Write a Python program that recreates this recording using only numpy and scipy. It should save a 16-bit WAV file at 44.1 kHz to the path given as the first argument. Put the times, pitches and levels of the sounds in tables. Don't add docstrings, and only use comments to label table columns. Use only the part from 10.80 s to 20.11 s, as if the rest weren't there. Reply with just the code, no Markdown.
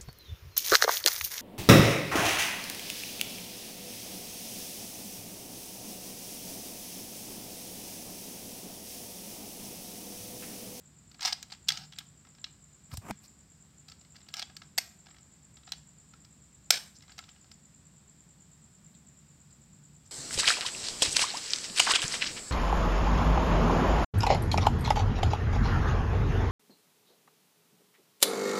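import sys
import numpy as np
from scipy import signal
from scipy.fft import rfft, irfft
from scipy.io import wavfile
from scipy.ndimage import uniform_filter1d

SR = 44100
rng = np.random.default_rng(int(sys.argv[2]) if len(sys.argv) > 2 else 0)


def to_wav(s):
    ch = np.atleast_2d(s).T
    pcm = np.round(np.clip(ch, -1, 1) * 32767)
    wavfile.write(sys.argv[1], SR, pcm.astype(np.int16))


N = 410571

# f/Hz, level/dB
RUMBLE = [(20, -53.5), (30, -30), (40, -14), (62, 2), (100, -2.5), (140, -3.5), (200, -3.5), (260, -9.5),
          (350, -17.5), (500, -31), (1000, -53.5)]
DRONE = [(60, -42.5), (110, -17), (135, -5), (149, 3), (168, -6.5), (200, -8), (250, -19.5), (450, -47.5)]
HISS = [(300, 2.5), (500, -0.5), (900, -2), (1500, -3), (3000, -6.5), (5000, -5), (6500, -9), (8600, -7.5),
        (10000, -23), (12500, -16), (15000, -28.5), (16000, -31.5)]
FAR_INSECTS = [(6000, -38), (6700, -18), (6980, -4), (7150, -3.5), (7450, -3), (7650, -1), (7850, -5),
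               (8050, -0.5), (8300, -16), (9000, -35.5)]
# t/s, half width/s, lift/dB
DRONE_SWELLS = [(.99, .12, 11), (8.12, .09, 4.5), (8.7, 1.1, 4)]
# start/s, end/s
CHIRP_RUNS = [(.069, 2.88), (2.989, 9.3)]
# f/Hz, time to fade by 60 dB/s
ROOM_DECAY = [(200, 0.27), (800, 0.49), (2000, 0.39), (5000, 0.33), (9000, 0.44), (15000, 0.41)]
# f/Hz, level/dB
PLASTIC_TONE = [(60, -41.5), (200, -22), (450, -25.5), (750, -13), (1100, -12), (2000, -6.5), (3500, -2),
                (5200, -1), (7000, -10.5), (9000, -14.5), (10000, -25), (12500, -22), (16000, -27.5)]
SKIN_TONE = [(40, -1), (200, 6.5), (450, -3), (720, 0), (1200, -1), (1800, -10), (2450, -5), (3800, -25),
             (8000, -7), (10000, -16), (13000, -11), (16000, -23)]
# f/Hz, width/Hz, lift/dB
BODY_MODES = [(750, 240, 12.5), (1313, 120, 12.5), (1646, 81.8, 8), (2110, 250, 3.5), (2920, 320, 2),
              (3340, 53, 5), (3974, 230, 4), (4790, 250, 3), (5300, 160, 5), (5800, 200, 4.5),
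              (6370, 50, 7.5), (7090, 260, 7), (8250, 250, 8), (8600, 190, 3), (13620, 1200, 7)]
CATCH_MODES = [(352, 430, 12.4), (723, 220, 17.2), (1550, 1400, 3.7), (2060, 460, 13), (2680, 120, 3.3),
               (3400, 240, 3.4), (4575, 165, 18), (5320, 360, 10), (6340, 470, 9.6), (6800, 270, 7),
               (7950, 670, 16.5), (8900, 320, 8.4), (11760, 970, 19), (13200, 600, 15)]
COVER_MODES = [(480, 500, 17), (706, 350, 6.5), (1530, 300, 13), (2340, 350, 10), (3240, 300, 3.8),
               (3850, 400, 8), (4500, 320, 5), (5360, 400, 10), (6180, 250, 10), (7000, 350, 3.8),
               (7400, 300, 9), (8450, 1200, 9.7), (11170, 500, 13), (12900, 800, 7.5), (13320, 500, 10),
               (14400, 500, 8)]
# t/s, level/dB, f/Hz of the struck spot
TOUCHES = [(0.3136, -56.5, 4510), (0.3427, -57.5, 4600), (0.392, -51.5, 1270), (0.705, -54, 4500),
           (.7342, -52, 3100), (1.1218, -51.5, 3450), (1.1316, -52, 3270), (1.207, -54, 1300),
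           (1.6642, -58, 1250), (2.114, -51.5, 1360), (2.307, -46.5, 2100), (3.083, -50.5, 4640),
           (3.0962, -54.5, 5400), (3.117, -50, 4430), (3.355, -56.5, 1750), (3.3627, -53, 4650),
           (3.485, -50, 4530), (3.6967, -55, 780), (3.8169, -49, 1220), (4.266, -55, 905),
           (4.3635, -61, 1760), (4.7688, -56.5, 3730), (4.8745, -51, 680), (4.889, -54, 3900),
           (5.3347, -55.5, 1410), (5.446, -57.5, 5030), (6.2216, -56, 5350), (6.293, -55.5, 1640),
           (6.318, -54.5, 4370), (6.437, -54.5, 3670), (6.488, -53, 3130), (6.7134, -51.5, 5040)]
# start/s, end/s, level/dB
FIDGETS = [(0.329, 0.416, -62), (0.687, 0.774, -59), (1.078, 1.218, -58), (1.417, 1.603, -63.5),
           (3.148, 3.877, -65), (4.149, 4.399, -63.5), (4.754, 4.955, -63), (6.203, 6.682, -64.5)]
# t/s, length/s, level/dB, f/Hz
SCRAPES = [(2.113, 0.055, -51, 4840), (2.425, 0.052, -58.5, 4914), (6.14, 0.044, -56.5, 5300),
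           (8.132, 0.042, -69, 3900), (8.695, 0.032, -68, 4600), (9.241, 0.043, -65, 5500)]
# t/s, level/dB, slip time/s, f/Hz of the struck spot, treble edge/dB, hollow tone/dB
JOINT_CLICKS = [(0.4074, -40.5, 0.0042, 6240, 2, 1), (0.4203, -43, 0.0031, 3300, 8, -1),
                (0.4286, -37.5, 0.0016, 5000, 2, -5), (0.4506, -27.5, 0.001, 5070, -1, 21),
                (0.455, -26, 0.0045, 5700, 1, 10), (.5242, -35, 0.00077, 4940, -8, 7),
                (0.5257, -28, 0.0054, 5030, -2, 3), (0.6271, -42, 0.0024, 6640, 6, -7),
                (0.7194, -41, 0.0081, 4330, -3, 7.5), (0.8847, -29, 0.0011, 5130, 9, -8),
                (0.8873, -21.5, 0.0031, 3400, 1.5, -10.5), (0.903, -31.5, 0.0024, 1870, -6, -13),
                (.9203, -34.5, 0.0017, 4560, 3, 0), (0.9722, -38.5, 0.0034, 6600, -9, -1),
                (1.1853, -37.5, 0.0045, 3570, 9, -20), (1.6418, -36, .0022, 3900, -10, -7),
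                (2.1714, -41, 0.0018, 8800, 17, 8), (3.5396, -36, 0.0016, 3270, 3, -4),
                (3.5673, -43, .0025, 5500, 6, 7), (3.5938, -35.5, 0.0031, 4700, 2, -2),
                (3.6176, -41, 0.0029, 4340, -11, 2), (3.6248, -36.5, .001, 3350, -5, 11),
                (3.766, -43.5, 0.0033, 4600, 5, -14), (4.92, -33, .0008, 3970, 4.5, 4),
                (4.934, -47.5, .0008, 3900, -3, 5), (6.3798, -47.5, 0.0036, 6300, -2, 1),
                (6.3882, -41.5, 0.0037, 1400, 1, -6)]
CATCH_SLIPS = [(3.978, -29, 0.0027, 4700, 8, 0), (3.982, -22.5, 0.0023, 4700, 5, -1),
               (3.9858, -34.5, 0.0031, 2110, 1.7, 0)]
COVER_SNAPS = [(5.9047, -14.6, .0033, 5400, 7, -5), (5.919, -27.5, 0.048, 5000, -2.5, -5),
               (5.9384, -32, .0064, 5000, -1, -2), (5.9687, -36, .0093, 4800, -4, -10)]
# start/s, hardest/s, end/s, level/dB, hollow tone/dB
GRINDS = [(0.415, .478, 0.517, -30.5, 3), (0.871, 0.897, 1.055, -42.5, 1), (3.533, 3.585, 3.63, -43, 2),
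          (6.27, 6.388, 6.7, -66.5, 6)]
# start/s, hardest/s, end/s, level/dB, brightness/dB
CASE_RUBS = [(2.097, 2.14, 2.16, -41.5, 0.5), (2.215, 2.313, 2.315, -33, -12.5),
             (2.382, 2.439, 2.57, -60.5, 23)]
# t/s, level/dB, f/Hz, decay/s
CASE_BUMPS = [(2.127, -36.5, 122, 0.0059), (2.135, -35, 74.6, 0.0069), (2.178, -32.5, 100, 0.0048),
              (2.3025, -32.5, 700, 0.0015), (2.312, -37.5, 198, 0.0064)]


def gain_of(db):
    return 10 ** (np.asarray(db) / 20)


def evened(x):
    return x / np.sqrt(np.mean(x ** 2) + 1e-20)


def read(table, hz):
    f, value = np.transpose(table)
    return np.interp(np.log(hz + 1), np.log(f + 1), value)


def add(mix, s, sound):
    part = mix[max(round(s * SR), 0):][:len(sound)]
    part += sound[:len(part)]


def coloured(x, tone):
    return evened(irfft(rfft(x) * gain_of(read(tone, np.fft.rfftfreq(N, 1 / SR))), N))


def background(rumble_db=-63, drone_db=-65.5, hiss_db=-68, insects_db=-68):
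    rumble, hiss, insects, drone = rng.standard_normal((4, N))
    t = np.arange(N) / SR
    swell_db = sum(db * np.exp(-((t - s) / width_s) ** 2) for s, width_s, db in DRONE_SWELLS)
    return (gain_of(rumble_db) * coloured(rumble, RUMBLE)
            + gain_of(drone_db + swell_db) * coloured(drone, DRONE)
            + gain_of(hiss_db) * coloured(hiss, HISS)
            + gain_of(insects_db) * coloured(insects, FAR_INSECTS))


def cricket(level_db=-53, period_s=.1102, jitter_s=.002, gap_s=.017, top_hz=7900, end_hz=6800):
    beats = np.concatenate([np.arange(start, end, period_s) for start, end in CHIRP_RUNS])
    progress = np.arange(0, 1, 1 / (.014 * SR))
    out = np.zeros(N)
    for s in beats + jitter_s * rng.standard_normal(len(beats)):
        for offset_s, db in ((-gap_s, -2), (0, 0)):
            pitch, strength, *teeth = rng.standard_normal(10)
            hz = (top_hz + (end_hz - top_hz) * progress) * (1 + .005 * pitch)
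            bite = evened(gain_of(4 * np.interp(progress, np.linspace(0, 1, len(teeth)), teeth)))
            stroke = bite * np.sin(np.pi * progress) * np.sin(2 * np.pi * np.cumsum(hz) / SR)
            add(out, s + offset_s, gain_of(level_db + db + .9 * strength) * stroke)
    return out + gain_of(-3) * room(out)


def room(x, echoes_per_s=5000):
    echoes = rng.choice([-1., 1.], SR) * (rng.random(SR) < echoes_per_s / SR)
    echoes *= np.clip((np.arange(SR) / SR - .004) / .007, 0, 1)
    hz, t, bands = signal.stft(echoes, SR, nperseg=256)
    dull_db = -2 * np.clip(hz / 9000, 0, 1)[:, None] ** 4
    fade_db = -60 * t / read(ROOM_DECAY, hz)[:, None]
    tail = signal.istft(bands * gain_of(dull_db + fade_db), SR, nperseg=256)[1]
    return signal.fftconvolve(x, tail / np.linalg.norm(tail) * gain_of(-1))[:N]


def slips(slip_s, size):
    t = np.arange(size) / SR
    contacts = rng.standard_normal(size) * np.where(rng.random(size) < .3, 2, 1)
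    rise = 1 - np.exp(-t / (.0005 + .12 * min(slip_s, .01)))
    chatter = np.exp(-np.maximum(t - slip_s, 0) / (.0026 + .3 * slip_s))
    return contacts * rise * np.where(t < slip_s, 1, gain_of(-6) * chatter)


def peak(hz, centre_hz, width_hz):
    return 1 / (1 + (2 * (hz - centre_hz) / width_hz) ** 2)


def at_spot(modes, scatter_db):
    return [(hz, width, lift + scatter_db * rng.standard_normal()) for hz, width, lift in modes]


def click(modes, slip_s, knock_db, edge_db, hollow_db, spot_hz, spot_db, focus=1, size=4096):
    hz = np.fft.rfftfreq(size, 1 / SR)
    force = rfft(slips(slip_s, size))
    lifts = sum(lift * peak(hz, f, width) for f, width, lift in modes)
    lifts += spot_db * peak(hz, spot_hz, .15 * spot_hz)
    lifts -= spot_db * .21 * np.minimum(abs(np.log2((hz + 1) / spot_hz)), 2)
    db = read(PLASTIC_TONE, hz) + focus * lifts + (1 - focus) * uniform_filter1d(lifts, size=140)
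    db += knock_db / (1 + (hz / 2300) ** 4)
    db += edge_db / (1 + (7500 / (hz + 1)) ** 6)
    db += hollow_db * peak(hz, 830, 430)
    db -= 10 * np.log10(uniform_filter1d(abs(force) ** 2, size=70))
    log_gain = np.r_[db, db[-2:0:-1]] * np.log(10) / 20
    ring = np.exp(np.conj(signal.hilbert(log_gain)))[:len(hz)]
    sound = irfft(force * ring) * np.linspace(1, 0, size)
    return sound / np.linalg.norm(sound) * np.sqrt(.01 * SR)


def struck(blows, modes, spot_db, room_db, scatter_db=0):
    direct, to_room = np.zeros((2, N))
    for s, db, slip_s, spot_hz, edge_db, hollow_db, knock_db in blows:
        contact = (at_spot(modes, scatter_db), slip_s, knock_db, edge_db, hollow_db, spot_hz, spot_db)
        add(direct, s, gain_of(db) * click(*contact))
        add(to_room, s, gain_of(db + room_db) * click(*contact, focus=.4))
    return direct + room(to_room)


def touches(slip_s=.0054, knock_db=6, hollow_db=-4, plain_hz=3540, edge_db_per_octave=10):
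    blows = [(s, db, slip_s, hz, edge_db_per_octave * np.log2(hz / plain_hz), hollow_db, knock_db)
             for s, db, hz in TOUCHES]
    return struck(blows, BODY_MODES, spot_db=8.5, room_db=-11, scatter_db=1.5)


def fingers(ticks_per_s=22, room_db=-8):
    out = np.zeros(N)
    for start, end, db in FIDGETS:
        for when, spot, strength in rng.random((round((end - start) * ticks_per_s), 3)):
            tick = click(at_spot(BODY_MODES, 3), slip_s=.003, knock_db=8, edge_db=-5, hollow_db=0,
                         spot_hz=1000 * 6 ** spot, spot_db=8)
            add(out, start + when * (end - start), gain_of(db + 3 * strength) * tick)
    for s, length_s, db, hz in SCRAPES:
        grains = rng.standard_normal(round(length_s * SR)) ** 3
        wall = signal.iirpeak(hz, 2.5, fs=SR)
        scrape = signal.lfilter(*wall, signal.lfilter(*wall, grains))
        add(out, s, gain_of(db) * evened(scrape) * np.hanning(len(scrape)))
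    return out + gain_of(room_db) * room(out)


def joints(crisp_db=-38, knock_per_db=.45):
    blows = [(s, db, *contact, knock_per_db * (crisp_db - db)) for s, db, *contact in JOINT_CLICKS]
    return struck(blows, BODY_MODES, spot_db=8, room_db=-16, scatter_db=2.5)


def push(start, hardest, end, depth_db, shape=1):
    slack = np.interp(np.arange(N) / SR, [start, hardest, end], [1, 0, 1])
    return gain_of(-depth_db * slack ** shape) * (slack < 1)


def friction(grain_db):
    return rng.standard_normal(N) * gain_of(grain_db * np.minimum(rng.exponential(1, N), 5))


def grinding(clump_db=4, clumps_per_s=280, room_db=-13):
    out = np.zeros(N)
    for start, hardest, end, db, hollow_db in GRINDS:
        sticking = np.interp(np.arange(N) / SR * clumps_per_s, np.arange(N), 2 * rng.random(N) - 1)
        grains = evened(friction(grain_db=4) * gain_of(clump_db * sticking))
        force = grains * push(start, hardest, end, depth_db=13)
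        body = click(BODY_MODES, slip_s=.0004, knock_db=5, edge_db=-.5, hollow_db=hollow_db,
                     spot_hz=5100, spot_db=4.5, focus=.8)
        out += gain_of(db) * signal.oaconvolve(force, body / np.linalg.norm(body))[:N]
    return out + gain_of(room_db) * room(out)


def camera_grip(split_hz=2500):
    grains = coloured(friction(grain_db=5.5), SKIN_TONE)
    low = signal.sosfilt(signal.butter(1, split_hz, fs=SR, output="sos"), grains)
    out = np.zeros(N)
    for start, hardest, end, db, bright_db in CASE_RUBS:
        rub = evened(low + gain_of(bright_db) * (grains - low))
        out += gain_of(db) * push(start, hardest, end, depth_db=26, shape=.72) * rub
    t = np.arange(SR // 10) / SR
    for s, db, hz, decay_s in CASE_BUMPS:
        rise_and_fall = t / decay_s * np.exp(1 - t / decay_s)
        add(out, s, gain_of(db) * rise_and_fall * np.sin(2 * np.pi * hz * t))
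    return out


def battery_cover(catch_knock_db=0, cover_knock_db=-.7):
    nail_slips = [(*row, catch_knock_db) for row in CATCH_SLIPS]
    snaps = [(*row, cover_knock_db) for row in COVER_SNAPS]
    catch = struck(nail_slips, CATCH_MODES, spot_db=1.7, room_db=-16.5)
    cover = struck(snaps, COVER_MODES, spot_db=1.54, room_db=-13.5)
    return catch + cover


def scene():
    toy = joints() + battery_cover() + grinding() + touches()
    return (toy + camera_grip() + background() + cricket() + fingers())[None]


def record(dry, low_cut_hz=42, ceiling=.8, high_cut_hz=15950):
    thinned = signal.sosfilt(signal.butter(2, low_cut_hz, "high", fs=SR, output="sos"), dry)
    rounded = thinned / (1 + (thinned / ceiling) ** 6) ** (1 / 6)
    treble_cut = signal.firwin(401, high_cut_hz, window=("kaiser", 8), fs=SR)
    return signal.oaconvolve(rounded, treble_cut[None], "same")


dry = scene()
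out = record(dry)
to_wav(out)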